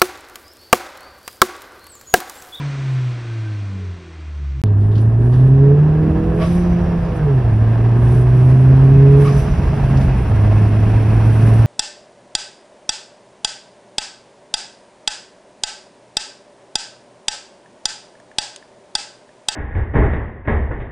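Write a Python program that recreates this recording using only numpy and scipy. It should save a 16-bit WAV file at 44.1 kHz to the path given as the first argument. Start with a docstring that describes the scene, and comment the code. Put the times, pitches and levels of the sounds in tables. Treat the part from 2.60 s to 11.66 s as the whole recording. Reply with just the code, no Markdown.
"""A turbocharged four-cylinder car engine, heard from the driver's seat: its firings make the exhaust drone.
Parked, its revs sink after a blip of the throttle. After an abrupt cut the car is on the road: it pulls,
lets off boost (air squeezed by the turbo) with a puff, shifts up, does it all again and cruises on.
Behind the drone, tyres rumble and air rushes as the car gathers speed, and the cabin trim ticks."""
import sys
import numpy as np
from scipy import signal
from scipy.fft import rfft, irfft, next_fast_len
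from scipy.io import wavfile

SR = 44100
rng = np.random.default_rng(int(sys.argv[2]) if len(sys.argv) > 2 else 0)


def log_audio(samples):
    """Write samples as a 16-bit WAV file to the path given in sys.argv[1]."""
    # one column per channel
    frames = np.atleast_2d(samples).T
    # limit to full scale, then quantise
    limited = np.clip(frames, -1, 1)
    pcm = np.round(limited * 32767).astype(np.int16)
    wavfile.write(sys.argv[1], SR, pcm)


N = 399546
TIME = np.arange(N) / SR
PARKED_END_S, ROAD_START_S = 2.016, 2.038


def from_db(db):
    """Turn decibels into a factor to multiply a sound by."""
    return 10 ** (np.asarray(db) / 20)


def unit_power(x):
    """Scale a sound so that its average power is 1."""
    return x / np.sqrt(np.mean(x ** 2) + 1e-20)


def over_time(points):
    """Join (time, value) points with straight lines."""
    return np.interp(TIME, *np.transpose(points))


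def at_hz(points, hz):
    """Read between (frequency, value) points, with octaves evenly spaced."""
    point_hz, values = np.transpose(points)
    return np.interp(np.log(hz), np.log(point_hz), values)


def drift(rate_hz):
    """A smooth random wobble of about 1 either way; a higher rate wobbles faster."""
    step = 40   # samples between random values
    pole = np.exp(-2 * np.pi * step * rate_hz / SR)
    white = rng.standard_normal(N // step + 2002)
    slow = signal.lfilter([1], [1, -2 * pole, pole * pole], white)[2000:]
    return np.interp(np.arange(N) / step, np.arange(len(slow)), unit_power(slow))


def resonate(x, hz, width_hz):
    """Make a sound ring around one frequency."""
    pole = np.exp(-np.pi * width_hz / SR)
    return signal.lfilter([1, 0, -1], [1, -2 * pole * np.cos(2 * np.pi * hz / SR), pole * pole], x)


def swells(rows):
    """A rounded rise and fall for each (time, level, half-length)."""
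    return sum(from_db(db) * (1 + ((TIME - s) / half_s) ** 2 / 2) ** -2 for s, db, half_s in rows)


def strike(start_s, attack_s, decay_s):
    """A quick rise, then a fade."""
    age = np.maximum(TIME - start_s, 0)
    return np.minimum(age / attack_s, 1) * np.exp(-np.maximum(age - attack_s, 0) / decay_s)


def bumps_db(rows, position):
    """Bell-shaped rises and dips along pitch or time."""
    return sum(db * np.exp(-((position - centre) / width) ** 2) for centre, width, db in rows)


# which side is louder: (frequency [Hz], left minus right [dB])
BALANCE = [(45, 0), (100, -1), (160, -1), (210, -.5), (270, -1.8), (315, -3.5), (360, -3), (420, -5),
           (670, -5), (1100, -2.5), (1600, 0)]
def lean(hz):
    """Left and right gains: standing waves (echoes piling up in the cabin) favour one side."""
    return from_db(at_hz(BALANCE, hz) * np.array([[.5], [-.5]]))


# how far the left side is ahead: (frequency [Hz], lead [radians])
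PHASE_LEAD = [(50, 0), (140, -.06), (300, -.12), (520, -.22), (1030, .2), (1600, 0)]
def lead(hz):
    """Left and right phase shifts: the standing waves make one side swing earlier."""
    return at_hz(PHASE_LEAD, hz) * np.array([[.5], [-.5]])


# how alike left and right are: (frequency [Hz], likeness [1 = same, -1 = opposite])
LIKENESS = [(40, 1), (70, .999), (200, .992), (300, .95), (500, .85), (700, .72), (850, .45), (1000, .72),
            (1200, .92), (1500, .98), (2000, .995), (2350, .92), (2800, .55), (3300, .25), (4200, .62),
            (5200, .77), (6000, .25), (6500, -.43), (7300, -.78), (8200, -.2), (9000, .35), (9800, .98)]
def noise(colour, stereo=True, ripple_db=2.1, overlap_hz=9000):
    """Noise of a given colour (mix of low and high), rippled by the cabin's many resonances."""
    size = next_fast_len(N)
    hz = np.maximum(np.arange(size // 2 + 1) * SR / size, 1)
    mode_hz = np.geomspace(400, 14000, 200)
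    ripple = np.interp(hz, mode_hz, rng.standard_normal(len(mode_hz)), left=0)
    ripple /= np.hypot(1, hz / overlap_hz)   # high resonances overlap and even out
    spectrum, side = rfft(rng.standard_normal((2, size))) * from_db(at_hz(colour, hz) + ripple_db * ripple)
    if stereo:
        alike = np.clip(at_hz(LIKENESS, hz), -.9, 1)
        spread = np.sqrt((1 - alike) / (1 + alike)) * side * [[1], [-1]]
        spectrum = (spectrum + spread) * lean(hz) * np.exp(1j * lead(hz))
    return unit_power(irfft(spectrum, size)[..., :N])


# the car gathers speed: (time [s], speed [share of final speed])
SPEED = [(2.15, 0.31), (3.1, 0.65), (3.9, 0.76), (5.3, 0.78), (6.7, 0.91), (9.05, 0.99)]
def speed_gain(final_db, db_per_doubling):
    """Road noises grow louder each time the speed doubles."""
    return from_db(final_db + db_per_doubling * np.log2(over_time(SPEED)))


# coarse stretches of road: (time [s], half-length [s], lift [dB])
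ROAD_SURFACE = [(2.72, 0.13, 1.5), (4.4, 1.0, 0), (6.85, 0.27, 2.5), (7.3, 0.38, 3), (8.5, .5, 1.2)]
# colour of the rumble: (frequency [Hz], level [dB])
RUMBLE_COLOUR = [(10, -21), (22, -11.5), (32, -2.5), (55, 8.5), (75, 5.5), (105, 3), (150, 2), (210, -6.5),
                 (260, -14), (400, -26.5), (600, -63)]
def tyre_rumble(lump_db=1.03):
    """Tyres rumble over the lumpy road, and the air inside them booms."""
    rumble = speed_gain(-18, 4) * from_db(lump_db * drift(19)) * noise(RUMBLE_COLOUR)
    boom = speed_gain(-31, 13.5) * unit_power(resonate(noise(RUMBLE_COLOUR), hz=208, width_hz=30))
    return (rumble + boom) * from_db(bumps_db(ROAD_SURFACE, TIME))


# colour of the roar: (frequency [Hz], level [dB])
ROAR_COLOUR = [(150, 1.5), (300, 11.5), (430, 9), (530, 5), (660, 10), (850, 2), (1020, 4), (1400, -3.5),
               (1650, -1.5), (2100, -14), (2800, -16), (3700, -24.5), (5500, -29), (8000, -53)]
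def road_roar(phase, flutter_db=1.29, throb=0.041):
    """The roar of the road throbs slightly with the engine."""
    roar = speed_gain(-27.5, 6) * from_db(flutter_db * drift(30)) * noise(ROAR_COLOUR)
    return roar * (1 + throb * np.cos(phase))


# colour of the wind: (frequency [Hz], level [dB])
WIND_COLOUR = [(800, -12), (1200, -1), (1450, 7), (1680, 0.5), (2000, 4), (2700, 1), (3600, -12),
               (5700, -11.5), (7500, -35.5)]
# colour of the high hiss: (frequency [Hz], level [dB])
HISS_COLOUR = [(1500, -9), (3000, 5), (4500, -1), (6000, 4.5), (7000, -13), (7800, -5), (9000, 5.5),
               (11500, 3.5), (12500, -12)]
# surges of that hiss: (time [s], level [dB], half-length [s])
HISS_SURGES = [(2.24, -63, 0.063), (2.41, -61.5, 0.1), (2.416, -57, 0.0078), (2.77, -57.5, 0.16),
               (3.82, -53.5, .04), (3.93, -49, 0.094), (4.57, -52.5, 0.02), (5.52, -50.5, .1),
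               (5.88, -55, .15), (6.63, -46.5, 0.058), (6.79, -45.5, 0.061), (7.41, -55.5, 0.054),
               (8.9, -49, 0.31)]
def wind_and_hiss(flutter_db=1.29):
    """Fluttering wind, and a high hiss that surges now and then and flares with each turbo puff."""
    wind = speed_gain(-40, 24) * from_db(flutter_db * drift(24)) * noise(WIND_COLOUR)
    hiss_gain = np.hypot(speed_gain(-53.5, 23), swells(HISS_SURGES))
    return wind + hiss_gain * from_db(flutter_db * drift(27)) * noise(HISS_COLOUR)


# colours of a rattle's body and of its bright edge: (frequency [Hz], level [dB])
RATTLE_COLOUR = [(1500, -15), (3000, 17.5), (4500, 9.5), (6500, -21), (11000, -28)]
EDGE_COLOUR = [(3000, -22.5), (4700, 3.5), (6000, -1.5), (8000, -19.5), (11000, -21.5)]
# rattles in the cabin: (time [s], level [dB], fade time [s], edge compared with body [dB])
RATTLES = [(2.052, -50, 0.023, -23), (2.2, -55, 0.033, -8), (2.311, -51, 0.024, -16),
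           (2.35, -44.5, .018, -9), (2.376, -50, .018, -3), (2.705, -52, .095, -7.5), (4.43, -57, 0.049, 3),
           (7.369, -47, .014, 4), (7.4, -48, 0.034, 1)]
def trim_rattles(grain_db=2.0, attack_share=0.35):
    """The cabin trim ticks in soft, grainy bursts; the longer ones rustle."""
    body, edge = noise(RATTLE_COLOUR), noise(EDGE_COLOUR)
    ticks = sum(from_db(db) * strike(s, attack_share * decay_s, decay_s) * (body + from_db(edge_db) * edge)
                for s, db, decay_s, edge_db in RATTLES)
    return ticks * from_db(grain_db * drift(200))


# where the engine's air intake rings: (frequency [Hz], width [Hz], level [dB])
INTAKE_RINGS = [(1260, 190, -1.5), (1680, 180, 1.5), (2250, 270, 3), (3080, 630, -1), (3850, 300, -5.5),
                (4870, 100, -7.5), (5550, 120, -12.5)]
# the low and high hoot of the intake duct: (frequency [Hz], width [Hz])
HOOTS = [(645, 24), (1140, 40)]
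# colour of the last air leaking away: (frequency [Hz], level [dB])
LEAK_COLOUR = [(2500, -18), (4000, -7.5), (5000, -2.5), (5800, -0.5), (6800, -17), (9000, -24)]
# boost let off as the throttle shuts: (time [s], rush [dB], low hoot [dB], high hoot [dB],
# half-length [s], leak [dB], turbo coasting time [s], jet roughness [factor], tail [dB], whistle [dB])
PUFFS = [(3.832, -32.5, -24.5, -28.5, 0.022, -51, 0.74, 0.77, -43.5, -61),
         (6.674, -35, -38, -28, 0.029, -46, 0.58, 1.8, -45, -56)]
def turbo_puffs(flutter_db=1.5, rasp_db=1.0, stereo_spread=0.94, attack_s=0.023):
    """A jet of released air rasps through the intake, makes it hoot, then leaks away as a thin hiss."""
    jet = rng.standard_normal(N) + stereo_spread * rng.standard_normal((2, N))
    intake = unit_power(sum(from_db(db) * unit_power(resonate(jet, hz, width)) * (-1) ** k
                            for k, (hz, width, db) in enumerate(INTAKE_RINGS)))
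    leak, out = noise(LEAK_COLOUR), 0
    for s, rush_db, *hoots_db, half_s, leak_db, _, roughness, tail_db, _ in PUFFS:
        burst = swells([(s, 0, half_s)])
        rush = from_db(rush_db + rasp_db * roughness * drift(150)) * burst
        tail = from_db(tail_db) * strike(s, attack_s, decay_s=0.28)
        out += intake * np.hypot(rush, tail)
        out += leak * from_db(leak_db) * strike(s - half_s, attack_s, decay_s=0.26)
        for (hz, width), hoot_db in zip(HOOTS, hoots_db):
            unsteady_hz = hz + roughness * width * drift(120)   # the swirling jet pulls the pitch about
            hoot = np.sqrt(2) * np.sin(2 * np.pi * np.cumsum(unsteady_hz) / SR)
            out += from_db(hoot_db) * burst * hoot * lean(hz)
    return out * from_db(flutter_db * drift(60))


def turbo_whistle(top_hz=5950, sag_hz=1700, width_hz=175, flicker_db=2.8):
    """After each puff, a faintly pitched hiss sinks ever faster as the turbo slows."""
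    lowpass = signal.butter(2, width_hz, fs=SR, output="sos")
    blur_a, blur_b = signal.sosfilt(lowpass, rng.standard_normal((2, N)))
    out = 0
    for s, *_, coast_s, _, _, whistle_db in PUFFS:
        run_down = np.clip((TIME - s) / coast_s, 0, 1)
        phase = 2 * np.pi * np.cumsum(top_hz - sag_hz * run_down ** 3) / SR
        fade = strike(s, attack_s=.06, decay_s=1.7 * coast_s) * (1 - run_down ** 10)
        out += from_db(whistle_db) * fade * unit_power(blur_a * np.cos(phase) + blur_b * np.sin(phase))
    return from_db(flicker_db * drift(9)) * out


def boost_lost(dump_s=0.046, shift_s=0.93, rebuild_s=0.5):
    """0 to 1: each puff dumps the boost, which stays off through the gear shift, then builds again."""
    ages = (TIME - s for s, *_ in PUFFS)
    return sum(np.clip(np.minimum(age / dump_s + .5, 1 - (age - shift_s) / rebuild_s), 0, 1)
               for age in ages)


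# colour of the whirr: (frequency [Hz], level [dB])
WHIRR_COLOUR = [(30, -3), (60, -3), (150, 11.5), (330, 10), (480, 3), (700, 6.5), (860, 1.5), (990, 7),
                (1200, 4.5), (1550, 6), (2800, 0.5), (5500, -8), (9000, -19), (10300, -65)]
def engine_whirr(firing_hz, phase, start_db=-36.0, db_per_hz=0.16, throb=0.049):
    """Whirr from the engine bay pulses with each firing and fades as the revs sink."""
    gain = from_db(start_db + db_per_hz * (firing_hz - firing_hz[0]))
    return gain * noise(WHIRR_COLOUR, stereo=False) * (1 + throb * np.cos(phase))


# whines while parked: (time [s], half-length [s], level [dB], pitch [Hz])
WHINES = [(0.0, 0.062, -39.5, 978), (.82, 0.16, -50.5, 1555)]
def whines(width_hz=60):
    """Narrow bands of whirr swell and fade as the revs pass a resonance."""
    white, out = rng.standard_normal(N), 0
    for s, half_s, db, hz in WHINES:
        band = unit_power(resonate(resonate(white, hz, width_hz), hz, width_hz))
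        out += from_db(db) * np.exp(-((TIME - s) / half_s) ** 4) * band
    return out


def belt_hum(phase, peak_s=1.35, half_s=0.18, level_db=-49, multiple=4.43, waver_db=3.0):
    """A belt-driven part hums briefly, out of step with the firing, as the revs near idle."""
    swell = np.exp(-((TIME - peak_s) / half_s) ** 2 / 2)
    return from_db(level_db + waver_db * drift(20)) * swell * np.sqrt(2) * np.sin(multiple * phase)


def firing_phase(firing_hz):
    """One turn per firing, timed so that the road drone cuts in at full swing, with a click."""
    phase = 2 * np.pi * np.cumsum(firing_hz) / SR
    return phase - phase[round(ROAD_START_S * SR)] - np.pi / 2


# how much each of the three main tones wavers: (waver [factor])
UNSTEADINESS = [1, 3, 1.5]
# weak tones of unequal cylinders and of a belt-driven part, and high overtones: (pitch [x firing rate], parked
# [dB], road [dB])
WEAK_TONES = [(.5, -2.5, -0.5), (1.25, -9.5, 4), (1.49, -8, -6), (1.749, -8, -6.5), (2.25, -19, -12.5),
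              (2.5, -7, -4), (2.75, -7.5, -10.5), (3.25, -21, -13), (3.5, -17, -7.5), (3.75, -19, -12),
              (4, -2, -9.5), (4.93, -3, -5.5), (5.94, -1, -12.5)]
# how well the exhaust and cabin pass the weak tones: (frequency [Hz], gain [dB])
CABIN_FILTER = [(35, -9), (65, 0.5), (130, -14), (200, -1), (300, 1), (420, -8.5), (470, -8.5),
                (650, -11.5), (1000, -17.5)]
def exhaust(firing_hz, phase, tones_db, waves, weak_db, on_road, waver_db, jitter_rad, flicker_db=2.8):
    """Main tones at 1, 2 and 3 times the firing rate, plus the weak tones of unequal cylinders and of a belt-
    driven part."""
    growl_db = 1.5 * drift(70)   # no two firings burn quite alike, so the overtones growl
    out = 0
    for k, (tone_db, unsteady) in enumerate(zip(tones_db, UNSTEADINESS), 1):
        hz = k * firing_hz
        uneven_db = waver_db * unsteady * drift(20) + (k > 1) * growl_db
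        gain = from_db(tone_db + bumps_db(waves, hz) + uneven_db)
        out += gain * np.sin(k * phase + lead(hz)) * lean(hz)
    for multiple, parked_db, road_db in WEAK_TONES:
        hz = multiple * firing_hz
        weak_phase = multiple * phase + rng.uniform(0, 2 * np.pi) + jitter_rad * drift(7.1)
        tone_db = weak_db + (road_db if on_road else parked_db)
        cabin_db = at_hz(CABIN_FILTER, hz) + bumps_db(waves, hz)
        gain = from_db(tone_db + cabin_db + flicker_db * drift(13) + growl_db)
        out += gain * np.sin(weak_phase + lead(hz)) * lean(hz)
    return np.sqrt(2) * out


# the revs sink: (time [s], firing rate [Hz])
PARKED_REVS = [(0.0, 143.3), (0.03, 143.6), (0.24, 135), (0.46, 125.3), (1.42, 85.03), (1.69, 75.23),
               (2.0, 65.53)]
# the three main tones: (base level [dB])
PARKED_TONES_DB = [-25.5, -39.5, -47.5]
# standing waves swell or swallow a passing tone: (frequency [Hz], half-width [Hz], gain [dB])
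PARKED_WAVES = [(69.5, 2.5, 4), (85.3, 7.9, -15), (90.1, 3, 12), (107, 10.4, 3), (118.2, 4.2, -7),
                (130, 11.4, 8.5), (142.4, 2.2, 9), (154, 16, -13), (192, 7.9, 9.5), (233.6, 38, -17),
                (331, 21, 8.5), (414, 25, -4), (486, 24, 5.5)]
def parked_engine(weak_db=-46.0, weak_db_per_octave=9):
    """The falling exhaust drone with whines, belt hum and whirr, the same in both ears."""
    firing_hz = over_time(PARKED_REVS)
    phase, octaves = firing_phase(firing_hz), np.log2(firing_hz / firing_hz[0])
    drone = exhaust(firing_hz, phase, PARKED_TONES_DB, PARKED_WAVES, weak_db + weak_db_per_octave * octaves,
                    on_road=False, waver_db=0.8, jitter_rad=0.51)
    return drone.mean(axis=0) + whines() + belt_hum(phase) + engine_whirr(firing_hz, phase)


# the revs climb in each gear and drop at the shifts: (time [s], firing rate [Hz])
ROAD_REVS = [(2.04, 106.9), (2.14, 99.95), (2.27, 103.9), (2.43, 110.2), (2.58, 115.2), (2.78, 127),
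             (3.0, 136.8), (3.12, 142.1), (3.26, 151.7), (3.55, 159.1), (3.8, 166.8), (3.97, 176.3),
             (4.25, 172.5), (4.5, 167.1), (4.58, 161.9), (4.68, 142.5), (4.8, 123.9), (4.92, 107.3),
             (5.08, 112.2), (5.55, 121.4), (6.2, 133.1), (6.62, 140.7), (7.1, 138.4), (7.48, 131.3),
             (7.76, 104.1), (9.05, 112.6)]
# how hard the throttle makes the engine fire: (time [s], strength [dB])
THROTTLE = [(2.04, -0.9), (3.55, 1.9), (3.72, 2.5), (3.79, 4), (3.9, -3), (4.3, -3), (4.47, -7),
            (4.6, -4.5), (4.69, -8), (4.78, -1.5), (4.83, -7), (4.89, -1.5), (5.3, -1), (5.75, 1.5),
            (6.58, 2), (6.69, -5), (6.95, -18), (7.27, -13), (7.38, -3), (7.46, -7), (7.52, -8),
            (7.65, -12), (7.73, -2.5), (7.88, 1.5), (8.3, -2), (8.9, 2.5), (9.05, 1.5)]
# the three main tones: (base level [dB], throttle followed [share], rise with revs [dB per octave])
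ROAD_TONES = [(-11.5, 0.82, 0.5), (-28, 0.97, -1), (-37, 1, 3.5)]
# the cabin's standing waves on the road: (frequency [Hz], half-width [Hz], gain [dB])
ROAD_WAVES = [(104, 9.9, 0.5), (135.35, 9.8, 3), (163.1, 8, -10.5), (215, 13, -3.5), (247.3, 8.2, -5),
              (269.2, 15, 3), (296.3, 7.7, -10.5), (323, 8.6, 3.5), (336.6, 8, -7), (365, 21, 7),
              (421.6, 19.8, 17), (454.7, 7, -15), (486.4, 8.9, 3.5)]
def driving_engine(weak_db=-32.5, weak_follows=0.19, weak_db_per_octave=5.5, boost_loss_db=12.0):
    """The exhaust drone on the road, growling under boost; returns it with its firing phase."""
    firing_hz, throttle_db = over_time(ROAD_REVS), over_time(THROTTLE)
    phase, octaves = firing_phase(firing_hz), np.log2(firing_hz / firing_hz.mean())
    load_db = weak_follows * throttle_db + weak_db_per_octave * octaves - boost_loss_db * boost_lost()
    tones_db = [db + follows * throttle_db + per_octave * octaves for db, follows, per_octave in ROAD_TONES]
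    tones_db[0] += 0.18 * np.minimum(throttle_db, 0) * drift(21)   # wavers off the throttle
    tones_db[2] += bumps_db([(4.56, 0.21, 6.1)], TIME)   # swells as the clutch drags the revs down
    drone = exhaust(firing_hz, phase, tones_db, ROAD_WAVES, weak_db + load_db,
                    on_road=True, waver_db=0.37, jitter_rad=0.91)
    return drone, phase


def scene():
    """Parked, an instant of silence, then on the road."""
    parked = parked_engine()
    drone, phase = driving_engine()
    road = tyre_rumble() + road_roar(phase) + wind_and_hiss()
    driving = drone + road + turbo_puffs() + turbo_whistle() + trim_rattles()
    return parked * (TIME < PARKED_END_S) + driving * (TIME >= ROAD_START_S)


def record(dry, ceiling=.97, cutoff_hz=11800):
    """Round off the tallest peaks and cut away the highest treble."""
    rounded = dry / (1 + (dry / ceiling) ** 12) ** (1 / 12)
    return signal.sosfilt(signal.ellip(10, .1, 80, cutoff_hz, fs=SR, output="sos"), rounded)


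dry = scene()
out = record(dry)
log_audio(out)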